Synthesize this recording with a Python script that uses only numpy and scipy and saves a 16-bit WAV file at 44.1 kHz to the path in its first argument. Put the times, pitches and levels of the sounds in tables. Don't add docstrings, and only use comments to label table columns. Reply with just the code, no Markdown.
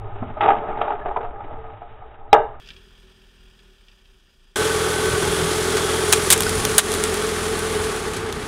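import sys
import numpy as np
from scipy import signal
from scipy.fft import rfft, irfft, next_fast_len
from scipy.io import wavfile
from scipy.ndimage import uniform_filter1d

SR = 44100
rng = np.random.default_rng(int(sys.argv[2]) if len(sys.argv) > 2 else 0)


def undo_db(level):
    steps = np.asarray(level, float) / 20
    return 10 ** steps


def unload_wav(signal):
    wavfile.write(
        sys.argv[1],
        SR,
        np.round(np.clip(np.atleast_2d(signal).T, -1, 1) * 32767).astype(np.int16),
    )


N = 373527

VIEW_STARTS = (0, 2.6, 4.5585)
# t/s, f/Hz
FIRING_SLOW = [(0, 10.5), (2.6, 10.5)]
FIRING_FAR = [(2.6, 41.93), (3.55, 41.84), (3.75, 36.8), (4.266, 29.84), (4.55, 28.35)]
FIRING_NEAR = [(4.57, 42.43), (5.262, 41.47), (5.57, 42.3), (5.8, 41.97), (6.24, 42.57), (6.633, 42.21),
               (7.8, 41.4), (8.052, 35.56), (8.272, 31.14), (8.47, 30.3)]
# f/Hz, level/dB
PIPE_TONE_SLOW = [(3.5, -16), (6.0, 6), (22, 0.5), (38, -20.5), (55, -6.5), (71, -15), (103, -21.5),
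                  (115, -15.5), (135, -40), (150, -21.5), (200, -42.5), (330, -120)]
PIPE_TONE_FAR = [(15, -49.5), (25, 6), (45, -0.5), (114, -17.5), (161, -14), (213, -12.5), (277, -21.5),
                 (357, -6.5), (382, 6), (492, -22), (600, -65), (780, -73), (1320, -120)]
PIPE_TONE_NEAR = [(15, -47.5), (25, -16.5), (54, -14), (86, -5), (145, -10.5), (168, -6.5), (194, -15),
                  (237, -16), (300, -14.5), (335, -5.5), (352, -10.5), (378, 6), (430, 2.5), (492, -15.5),
                  (600, -10), (780, -42), (1320, -120)]
PIPE_TONE_BEHIND = [(15, -50.5), (25, -10.5), (54, -11.5), (86, -6), (134, -19), (168, -10.5), (188, -17),
                    (213, -6.5), (253, -17.5), (301, -30.5), (325, -19.5), (352, -15.5), (425, 3.5),
                    (485, -15), (600, -25), (780, -37.5), (1320, -120)]
# f/Hz, level/dB per Hz
BAY_TONE_SLOW = [(76, -51.5), (130, -22), (229, -16), (438, -12), (519, -44.5), (581, -6.5), (728, -12.5),
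                 (804, -8), (1050, -23.5), (1260, -20), (1430, -19), (3030, -28.5), (3800, -36),
                 (4940, -63), (8360, -120)]
BAY_TONE_FAR = [(260, -44), (450, -9.5), (693, -14.5), (1010, -12.5), (1340, -11), (1440, -7.5),
                (1670, -11.5), (1790, -6.5), (2100, -23), (2250, -11), (3280, -3.5), (4300, -16),
                (4900, -10), (7880, -16), (14000, -19.5)]
BAY_TONE_NEAR = [(150, -45), (250, -12.5), (302, -14.5), (427, -3), (482, -15.5), (680, -18), (838, -14),
                 (990, -20), (1120, -14), (1480, -15.5), (2710, -23.5), (3400, -25), (5230, -30),
                 (9410, -31), (15500, -50.5)]
# f/Hz, level/dB per Hz
WATER_TONE_SLOW = [(76, -40), (130, -31), (312, -20), (458, -5), (519, -26), (581, -8.5), (815, -7.5),
                   (993, -11.5), (1250, -6.5), (1450, -12.5), (2820, -16.5), (3800, -25), (4940, -41.5),
                   (8360, -120)]
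WATER_TONE_FAR = [(470, -52.5), (800, -33), (1860, 1.5), (2110, -14), (2330, 3), (3320, 5), (4290, -2),
                  (4910, 4.5), (5830, -5), (15000, -31)]
WATER_TONE_NEAR = [(290, -40), (500, -12.5), (827, -9), (1100, -5), (1960, -8), (2260, -7.5), (3430, -4.5),
                   (4770, -4.5), (9370, 14.5), (15500, -0.5)]
# f/Hz, width/Hz, level/dB against the clatter
NARROW_NOTES_SLOW = [(443, 16, -4.5), (815, 77, 0), (1255, 50, -5.5)]
NARROW_NOTES_FAR = [(1750, 100, -16), (3270, 100, -12), (4870, 50, -12), (8540, 45, -14)]
NARROW_NOTES_NEAR = [(1139, 17, -12), (1490, 21, -18), (3323, 310, -12.5), (9700, 500, -17.5), (847, 32, -14.5),
                     (1274, 51, -17.5)]
# t/s, peak level/dB, treble against body level/dB, short note f/Hz, ring-out t60/s
BURSTS_SLOW = [(0.22, -14, -38, 234, 0.065), (0.4065, -7, 0.5, 844, 0.059), (0.43, -18, 1.5, 1200, 0.14),
               (0.478, -7, -13, 770, 0.042), (0.486, -0.5, -13, 800, 0.062), (0.501, -3, -16.5, 776, 0.073),
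               (0.805, -24.5, -7.5, 894, 0.056), (0.812, -8, -8, 693, 0.06), (1.166, -14, -15, 1110, 0.033),
               (1.161, -6.5, -20, 990, 0.05), (2.3295, 11.5, -9, 798, 0.022), (2.338, -1, -20.5, 454, 0.12)]
BURSTS_FAR = [
    (2.6738, -34.5, -7, 3250, 0.039),
    (2.7038, -24.5, -23.5, 3350, 0.032),
]
BURSTS_NEAR = [
    (6.126, 4, -7.5, 9650, 0.044),
    (6.1325, -4.5, -1.5, 3254, 0.03),
    (6.3026, 1.5, 1.5, 9920, 0.05),
    (6.311, -8, -3.5, 9370, 0.08),
    (6.3246, -3, 4, 3634, 0.04),
    (6.318, -10, 2, 8000, 0.04),
    (6.4053, -5, 4, 8400, 0.016),
    (6.331, -13, 2, 9000, 0.05),
    (6.781, 5.5, 4.5, 8750, 0.025),
    (6.7874, -2, -10, 9950, 0.058),
]
# t/s, peak level/dB,
# short note f/Hz
WATER_SLAPS_SLOW = [(0.039, -31, 400), (0.156, -26, 408), (0.369, -22, 628), (0.422, -11, 800),
                    (0.439, -11, 860), (0.458, -9.5, 862), (0.514, -13, 830), (0.529, -15, 870),
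                    (0.564, -25.5, 686), (0.635, -22, 666), (0.686, -23.5, 870), (0.697, -21.5, 1215),
                    (0.756, -37, 800), (0.851, -16.5, 1130), (0.876, -14, 820), (0.902, -16, 846),
                    (0.916, -22.5, 840), (0.935, -22.5, 827), (0.988, -26, 830), (1.013, -26, 1710),
                    (1.05, -26, 600), (1.057, -15, 733), (1.084, -21, 385), (1.11, -22, 810),
                    (1.204, -18, 437), (1.226, -25, 483), (1.239, -20, 710), (1.403, -26, 820),
                    (1.507, -25, 640), (1.639, -28, 740), (1.815, -26.5, 700), (2.018, -31, 748),
                    (2.54, -37, 1200)]
# t/s, peak level/dB, bubble f/Hz
KERB_DROPS = [(6.1215, -8, 9460), (6.1594, -11.5, 8200), (6.2218, -13.5, 7850), (6.3614, -20.5, 9600),
              (6.3764, -11, 10000), (6.4214, -9, 9500), (6.4334, -10, 5180), (6.4647, -39, 8580),
              (6.4931, -11, 4030), (6.5534, -13, 9700), (6.6508, -4, 7700), (6.9177, -13, 6100),
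              (6.9264, -15.5, 9800), (6.9386, -10, 9600), (6.9474, -13, 9600), (7.0379, -6, 9000),
              (7.1414, -14, 9400), (7.2894, -18, 10070), (7.5911, -14.5, 9740), (7.9624, -18.5, 6070),
              (8.3255, -16.5, 3700)]
# t/s, peak level/dB, ring f/Hz
TYRE_GRIT = [
    (5.7679, -14, 1960),
    (7.8389, -18.5, 1680),
    (8.134, -19.5, 2520),
    (8.1644, -20.5, 1490),
]
# t/s, peak level/dB
CASE_DRIPS = [(2.6414, -46), (2.659, -38), (2.687, -30), (2.734, -41), (2.7644, -37.5), (3.0709, -49),
              (3.2176, -47), (3.5104, -46), (3.5904, -41.5), (3.8834, -40), (3.915, -43), (4.0554, -48)]
# f/Hz, level/dB, t60/s
CASE_NOTES = [(458, -9, .33), (587.5, -5, 0.18), (708, -10, .35), (823, -7.5, 0.18), (917, -6.5, 0.24),
              (1222, -7.5, .19)]
# t/s, peak level/dB, f/Hz, t60/s
STRUCK_NOTES = [
    (6.239, -24, 8000, .06),
    (6.466, -16, 1500, .06),
    (6.467, -18, 5200, .015),
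    (6.434, -20, 5200, .015),
]
# t/s, loss with distance level/dB, engine load level/dB
DISTANCE_LOAD_SLOW = [(0, -2, 1), (.14, -5.5, 11), (.41, 0, 1.5), (.65, 3.5, -9), (1.05, -3.5, -7),
                      (1.36, -8.5, -1.5), (1.5, -5.5, 0.5), (1.9, -8, -0.5), (2.21, -15, -0.5),
                      (2.41, -12, 4), (2.6, -9.5, -4)]
DISTANCE_LOAD_FAR = [(2.6, 1.5, 0), (2.72, 0, -2), (2.85, -3.5, 1.5), (3.66, -5.5, -2), (3.98, -7.5, -15),
                     (4.55, -10, -8.5)]
DISTANCE_LOAD_NEAR = [(4.56, 1, 3.5), (4.8, -0.5, 0.5), (5.2, 0, 1), (5.62, 0.5, -3.5), (6.09, 0.5, 0),
                      (6.42, -0.5, -2), (6.62, -0.5, -2), (7.1, -1, 3), (7.46, -2, -3), (7.76, -2.5, 5),
                      (8.0, -4, 0), (8.3, -9, 7), (8.47, -7, -18)]
# level/dB at the closest point, share of distance loss, share of load
CAR_LEVELS_SLOW = [
    (-34, 0.44, .1),
    (-39.5, 1, 0.89),
    (-34, 0.86, 0.0088),
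    (-52, 0.81, .1),
]
CAR_LEVELS_FAR = [
    (-50.5, 0.73, 0.34),
    (-59, .8, .99),
    (-54.5, 1, .01),
    (-67.5, 0.43, .01),
]
CAR_LEVELS_NEAR = [
    (-32, 0.17, .1),
    (-25.5, 1.06, 1),
    (-25, 0.68, 0.062),
    (-29.5, 1.41, 0.0093),
]
# t/s, level/dB over the calm, half length t/s
WIND_SLOW = [
    (0.102, 20, 0.18),
    (.75, 13, .2),
    (1.33, 11.5, .1),
    (1.8, 8, 0.14),
    (2.126, 13, 0.21),
]
WIND_FAR = [
    (2.724, 5.002, 0.061),
    (4.2, 6, .6),
]
WIND_NEAR = [
    (5.1, 11, 0.065),
    (5.29, 17, 0.16),
    (5.45, 8.6, 0.079),
    (6.42, 5.8, 0.16),
    (6.62, 14, 0.2),
    (7.76, 4.3, 0.073),
    (8.16, 11, 0.073),
    (8.38, 9.1, 0.079),
]
TAILPIPE_TURN = (6.2, 6.4)
# scene change, full, turns away, gone t/s
CAR_FRONT_FACING = (4.55, 4.56, 5.0, 5.3)
SPRAY_S, SPRAY_DB = (6.1, 6.4, 6.72, 7.2), 1
WHINE_FADE_S, WHINE_FADE_DB = (5.38, 6.2), -6
DUCK_DB, DUCK_RECOVERY_S = -11.5, 0.043
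FLOOR_T60_S, FLOOR_DB, FLOOR_DAMP_HZ = .085, -16, 9000
SHELL_HZ, SHELL_FACING_DB = 1492, 5.5
PIPE_SHADED, SHADED_HZ = 0.9, 382
AIR_HZ, AIR_SHARE = 11000, 0.41


def level(x, db):
    return x * undo_db(db) / np.sqrt(np.mean(x ** 2) + 1e-18)


def colour(x, points, size=16384):
    hz, db = np.transpose(points)
    grid_hz = np.arange(size // 2 + 1) * SR / size + 1
    log_gain = np.interp(np.log(grid_hz), np.log(hz), db) * np.log(10) / 20
    fold = np.r_[1, 2 * np.ones(size // 2 - 1), 1, np.zeros(size // 2 - 1)]
    response = irfft(np.exp(rfft(irfft(log_gain) * fold)))
    return signal.fftconvolve(x, response)[:len(x)]


def halves(x, hz, order=12):
    size = next_fast_len(len(x) + SR // 4)
    grid_hz = np.arange(size // 2 + 1) * SR / size
    low = irfft(rfft(x, size) / (1 + (grid_hz / hz) ** order), size)[:len(x)]
    return low, x - low


def ring(x, hz, width):
    return signal.lfilter(*signal.iirpeak(hz, hz / width, fs=SR), x)


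def walk(n, rate):
    k = int(SR / rate)
    steps = np.repeat(rng.standard_normal(n // k + 1), k)
    return 1.3 * uniform_filter1d(uniform_filter1d(steps, k), k)[:n]


def wind_rumble(n, pipe, slow, gusty_db):
    buffets = rng.standard_normal(n) * undo_db(gusty_db * walk(n, 25 / slow))
    return halves(colour(buffets, pipe), 260 / slow, order=4)[0]


def engine_bay(phase, fade_db, points, whines, slow, grit_db, beat, flicker_db, split_hz):
    n = len(phase)
    hits = rng.random(n) < 900 / slow / SR
    grains = hits * undo_db(4.0 * np.minimum(rng.exponential(size=n), 4))
    grains = signal.lfilter([1], [1, -np.exp(-1 / (0.0014 * slow * SR))], grains)
    crackle = grains * rng.standard_normal(n)
    clatter = rng.standard_normal(n) * (1 + beat * np.cos(2 * np.pi * phase))
    out = level(colour(clatter + level(crackle, grit_db), points), 0)
    for hz, width, db in whines:
        whine = ring(rng.standard_normal(n), hz, width) * undo_db(1.4 * walk(n, 4 / slow))
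        out = out + level(whine, db) * undo_db(fade_db * (hz < split_hz))
    return [level(part * undo_db(flicker_db * walk(n, 60 / slow)), 0) for part in halves(out, split_hz, order=4)]


def exhaust(hz, pipe, past, facing, slow, wind_db, weak_db, scatter_db, puff_db, silencer_hz, width, gusty_db,
            shell_db):
    n = len(hz)
    phase = np.cumsum(hz * (1 + .0015 * walk(n, 12 / slow))) / SR
    firing = phase.astype(int)
    size_db = weak_db * (firing % 2) + scatter_db * rng.standard_normal(N // 100)[firing]
    pulses = np.diff(firing, prepend=0) * undo_db(size_db)
    thumps = (1 - past) * colour(pulses, pipe) + past * colour(pulses, PIPE_TONE_BEHIND)
    low, boom = halves(thumps, 290 / slow)
    boom = boom - PIPE_SHADED * facing * ring(boom, SHADED_HZ, 24)
    sweep = (np.arange(n // 2 + 1) * SR / n * slow) ** 2 * .02 / 300
    low = irfft(rfft(low) * np.exp(-1j * np.pi * sweep), n)
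    puffs = np.exp(-(phase / 2 % 1) / 0.45) * rng.standard_normal(n)
    blown = level(ring(ring(puffs, silencer_hz, width), silencer_hz, width), puff_db)
    shell = level(ring(puffs, SHELL_HZ / slow, 16 / slow), shell_db)
    shell = shell * (1 - .5 * past) * undo_db(SHELL_FACING_DB * facing)
    gust = undo_db(wind_db)
    low = (level(low, 0) + gust * level(wind_rumble(n, pipe, slow, gusty_db), 0)) / np.sqrt(1 + gust ** 2)
    return low, level(level(boom, 0) + blown, 0) + shell, phase


def struck_notes(table, t):
    out = 0
    for s, db, hz, t60 in table:
        fade = (t > s) * np.exp(-np.log(1000) * np.abs(t - s) / t60)
        out = out + undo_db(db) * fade * np.sin(2 * np.pi * hz * (t - s))
    return out


def case_ringing(water):
    return sum(undo_db(db + 1) * ring(water, hz, 2.0 / t60) for hz, db, t60 in CASE_NOTES)


def under_car_echo(dry, slow):
    t = np.arange(SR // 2) / SR
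    tail = rng.standard_normal(len(t)) * np.exp(-np.log(1000) * t / (FLOOR_T60_S * slow))
    tail = halves(tail, FLOOR_DAMP_HZ / slow, order=2)[0]
    return undo_db(FLOOR_DB) * signal.fftconvolve(dry, tail / np.linalg.norm(tail))[:len(dry)]


def alike(rows, top_db, t60):
    return [(s, db, top_db, hz, t60) for s, db, hz in rows]


def water_bursts(table, start, n, points, slow, split_hz, bubble_db, cycles, crack, attack_s):
    body, top, bubbles = np.zeros((3, n + SR))
    t = np.arange(SR // 2) / SR
    for s, db, top_db, hz, t60 in table:
        here = slice(int((s - start) * SR), int((s - start) * SR) + len(t))
        fade = np.exp(-np.log(1000) * (t / np.clip(t60, .002, .5)) ** 1.236)
        fade = fade + crack * np.exp(-t / (0.0011 * slow))
        fade = fade * np.minimum(t / attack_s * max(undo_db(db), 1) ** 2, 1)
        note = np.exp(-t * hz / cycles) * np.sin(2 * np.pi * hz * t)
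        body[here] += undo_db(db) * fade
        top[here] += undo_db(db + top_db) * fade ** 1.4
        bubbles[here] += undo_db(db + bubble_db) * fade * note
    spray = rng.standard_normal(n) * undo_db(2.0 * walk(n, 1500 / slow))
    scale = [np.std(part) * 3.71 for part in halves(colour(spray, points), split_hz, order=4)]
    low = halves(colour(spray * body[:n], points), split_hz, order=4)[0] / scale[0]
    high = halves(colour(spray * top[:n], points), split_hz, order=4)[1] / scale[1]
    splash = bubbles[:n] + low + high
    return splash + under_car_echo(splash, slow)


def treble_edge(sound, water, slow):
    steep = signal.ellip(10, .1, 50, 15450 / slow, fs=SR, output="sos")
    heard = signal.sosfiltfilt(steep, sound)
    past_edge = halves(water, 16400 / slow)[1]
    strength = uniform_filter1d(past_edge ** 2, size=200) / np.mean(past_edge ** 2)
    return heard + undo_db(-12) * past_edge * np.minimum(strength / 3, 1) ** 2


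def view(start, end, fire, drive, layers, gusts, calm_db, ducks, slow, pipe, firing, clatter, bursts):
    t = np.arange(int(start * SR), min(int(end * SR), N)) / SR
    hz = np.interp(t, *np.transpose(fire))
    s, loss, load = np.transpose(drive)
    duck_db = sum(DUCK_DB * np.exp(-np.abs(t - at) / DUCK_RECOVERY_S) * (t > at) for at in ducks)
    low_db, boom_db, clatter_db, hiss_db = (db + np.interp(t, s, far * loss + hard * load) + duck_db
                                            for db, far, hard in layers)
    hiss_db = hiss_db + SPRAY_DB * np.interp(t, SPRAY_S, (0, 1, 1, 0))
    wind_db = calm_db + sum(db * np.maximum(1 - np.abs(t - at) / half, 0) for at, db, half in gusts)
    past = np.interp(t, TAILPIPE_TURN, (0, 1))
    facing = np.interp(t, CAR_FRONT_FACING, (0, 1, 1, 0))
    low, boom, phase = exhaust(hz, pipe, past, facing, slow, wind_db, **firing)
    fade_db = np.interp(t, WHINE_FADE_S, (0, WHINE_FADE_DB))
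    mid, hiss = engine_bay(phase, fade_db, slow=slow, **clatter)
    hiss, air = halves(hiss, AIR_HZ, order=4)
    hiss = hiss + air * undo_db(AIR_SHARE * np.interp(t, s, loss) - 0.5)
    low = low * np.sqrt(1 + undo_db(wind_db) ** 2)
    engine = undo_db(low_db) * low + undo_db(boom_db) * boom + undo_db(clatter_db) * mid + undo_db(hiss_db) * hiss
    water = water_bursts(start=start, n=len(t), slow=slow, **bursts)
    if slow > 1:
        water = water + case_ringing(water)
    return treble_edge(engine + water + struck_notes(STRUCK_NOTES, t), water, slow)


def scene():
    slaps = alike(WATER_SLAPS_SLOW, -18, 0.11)
    slowed = view(
        VIEW_STARTS[0], VIEW_STARTS[1], FIRING_SLOW, DISTANCE_LOAD_SLOW, CAR_LEVELS_SLOW, WIND_SLOW,
        calm_db=-13.0, ducks=[], slow=4, pipe=PIPE_TONE_SLOW,
        firing=dict(weak_db=1.5, scatter_db=4.5, puff_db=2.0, silencer_hz=104, width=24, gusty_db=-2.5,
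                    shell_db=-17.0),
        clatter=dict(points=BAY_TONE_SLOW, whines=NARROW_NOTES_SLOW, grit_db=2.0, beat=0.18, flicker_db=-2.5,
                     split_hz=1600),
        bursts=dict(table=BURSTS_SLOW + slaps, points=WATER_TONE_SLOW, split_hz=1180, bubble_db=-5.5,
                    cycles=18, crack=0.46, attack_s=0.0046))
    drips = alike([(s, db, 3370) for s, db in CASE_DRIPS], -12, 0.048)
    far = view(
        VIEW_STARTS[1], VIEW_STARTS[2], FIRING_FAR, DISTANCE_LOAD_FAR, CAR_LEVELS_FAR, WIND_FAR,
        calm_db=-2.5, ducks=[], slow=0.98, pipe=PIPE_TONE_FAR,
        firing=dict(weak_db=-1.5, scatter_db=.5, puff_db=-5, silencer_hz=385, width=40, gusty_db=.6,
                    shell_db=-30),
        clatter=dict(points=BAY_TONE_FAR, whines=NARROW_NOTES_FAR, grit_db=-8, beat=.15, flicker_db=.8,
                     split_hz=4200),
        bursts=dict(table=BURSTS_FAR + drips, points=WATER_TONE_FAR, split_hz=4300, bubble_db=-9,
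                    cycles=10.2, crack=0.37, attack_s=0.00063))
    small = alike(TYRE_GRIT, -12, 0.1) + alike(KERB_DROPS, -2, 0.018)
    near = view(
        VIEW_STARTS[2], N / SR + 1, FIRING_NEAR, DISTANCE_LOAD_NEAR, CAR_LEVELS_NEAR, WIND_NEAR,
        calm_db=-7.5, ducks=[BURSTS_NEAR[-1][0]], slow=0.98, pipe=PIPE_TONE_NEAR,
        firing=dict(weak_db=-5, scatter_db=.6, puff_db=.5, silencer_hz=438, width=17, gusty_db=2.2,
                    shell_db=-14),
        clatter=dict(points=BAY_TONE_NEAR, whines=NARROW_NOTES_NEAR, grit_db=-12, beat=.12, flicker_db=.6,
                     split_hz=4000),
        bursts=dict(table=BURSTS_NEAR + small, points=WATER_TONE_NEAR, split_hz=4430, bubble_db=-5,
                    cycles=6, crack=0.63, attack_s=.0008))
    return np.concatenate([slowed, far, near])[None, :N]


def band_limit(x):
    return signal.sosfilt(signal.butter(12, 15680, fs=SR, output="sos"), x)


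def record(dry):
    mix = np.clip(dry, -1, 1)
    return band_limit(mix)


dry = scene()
out = record(dry)
unload_wav(out)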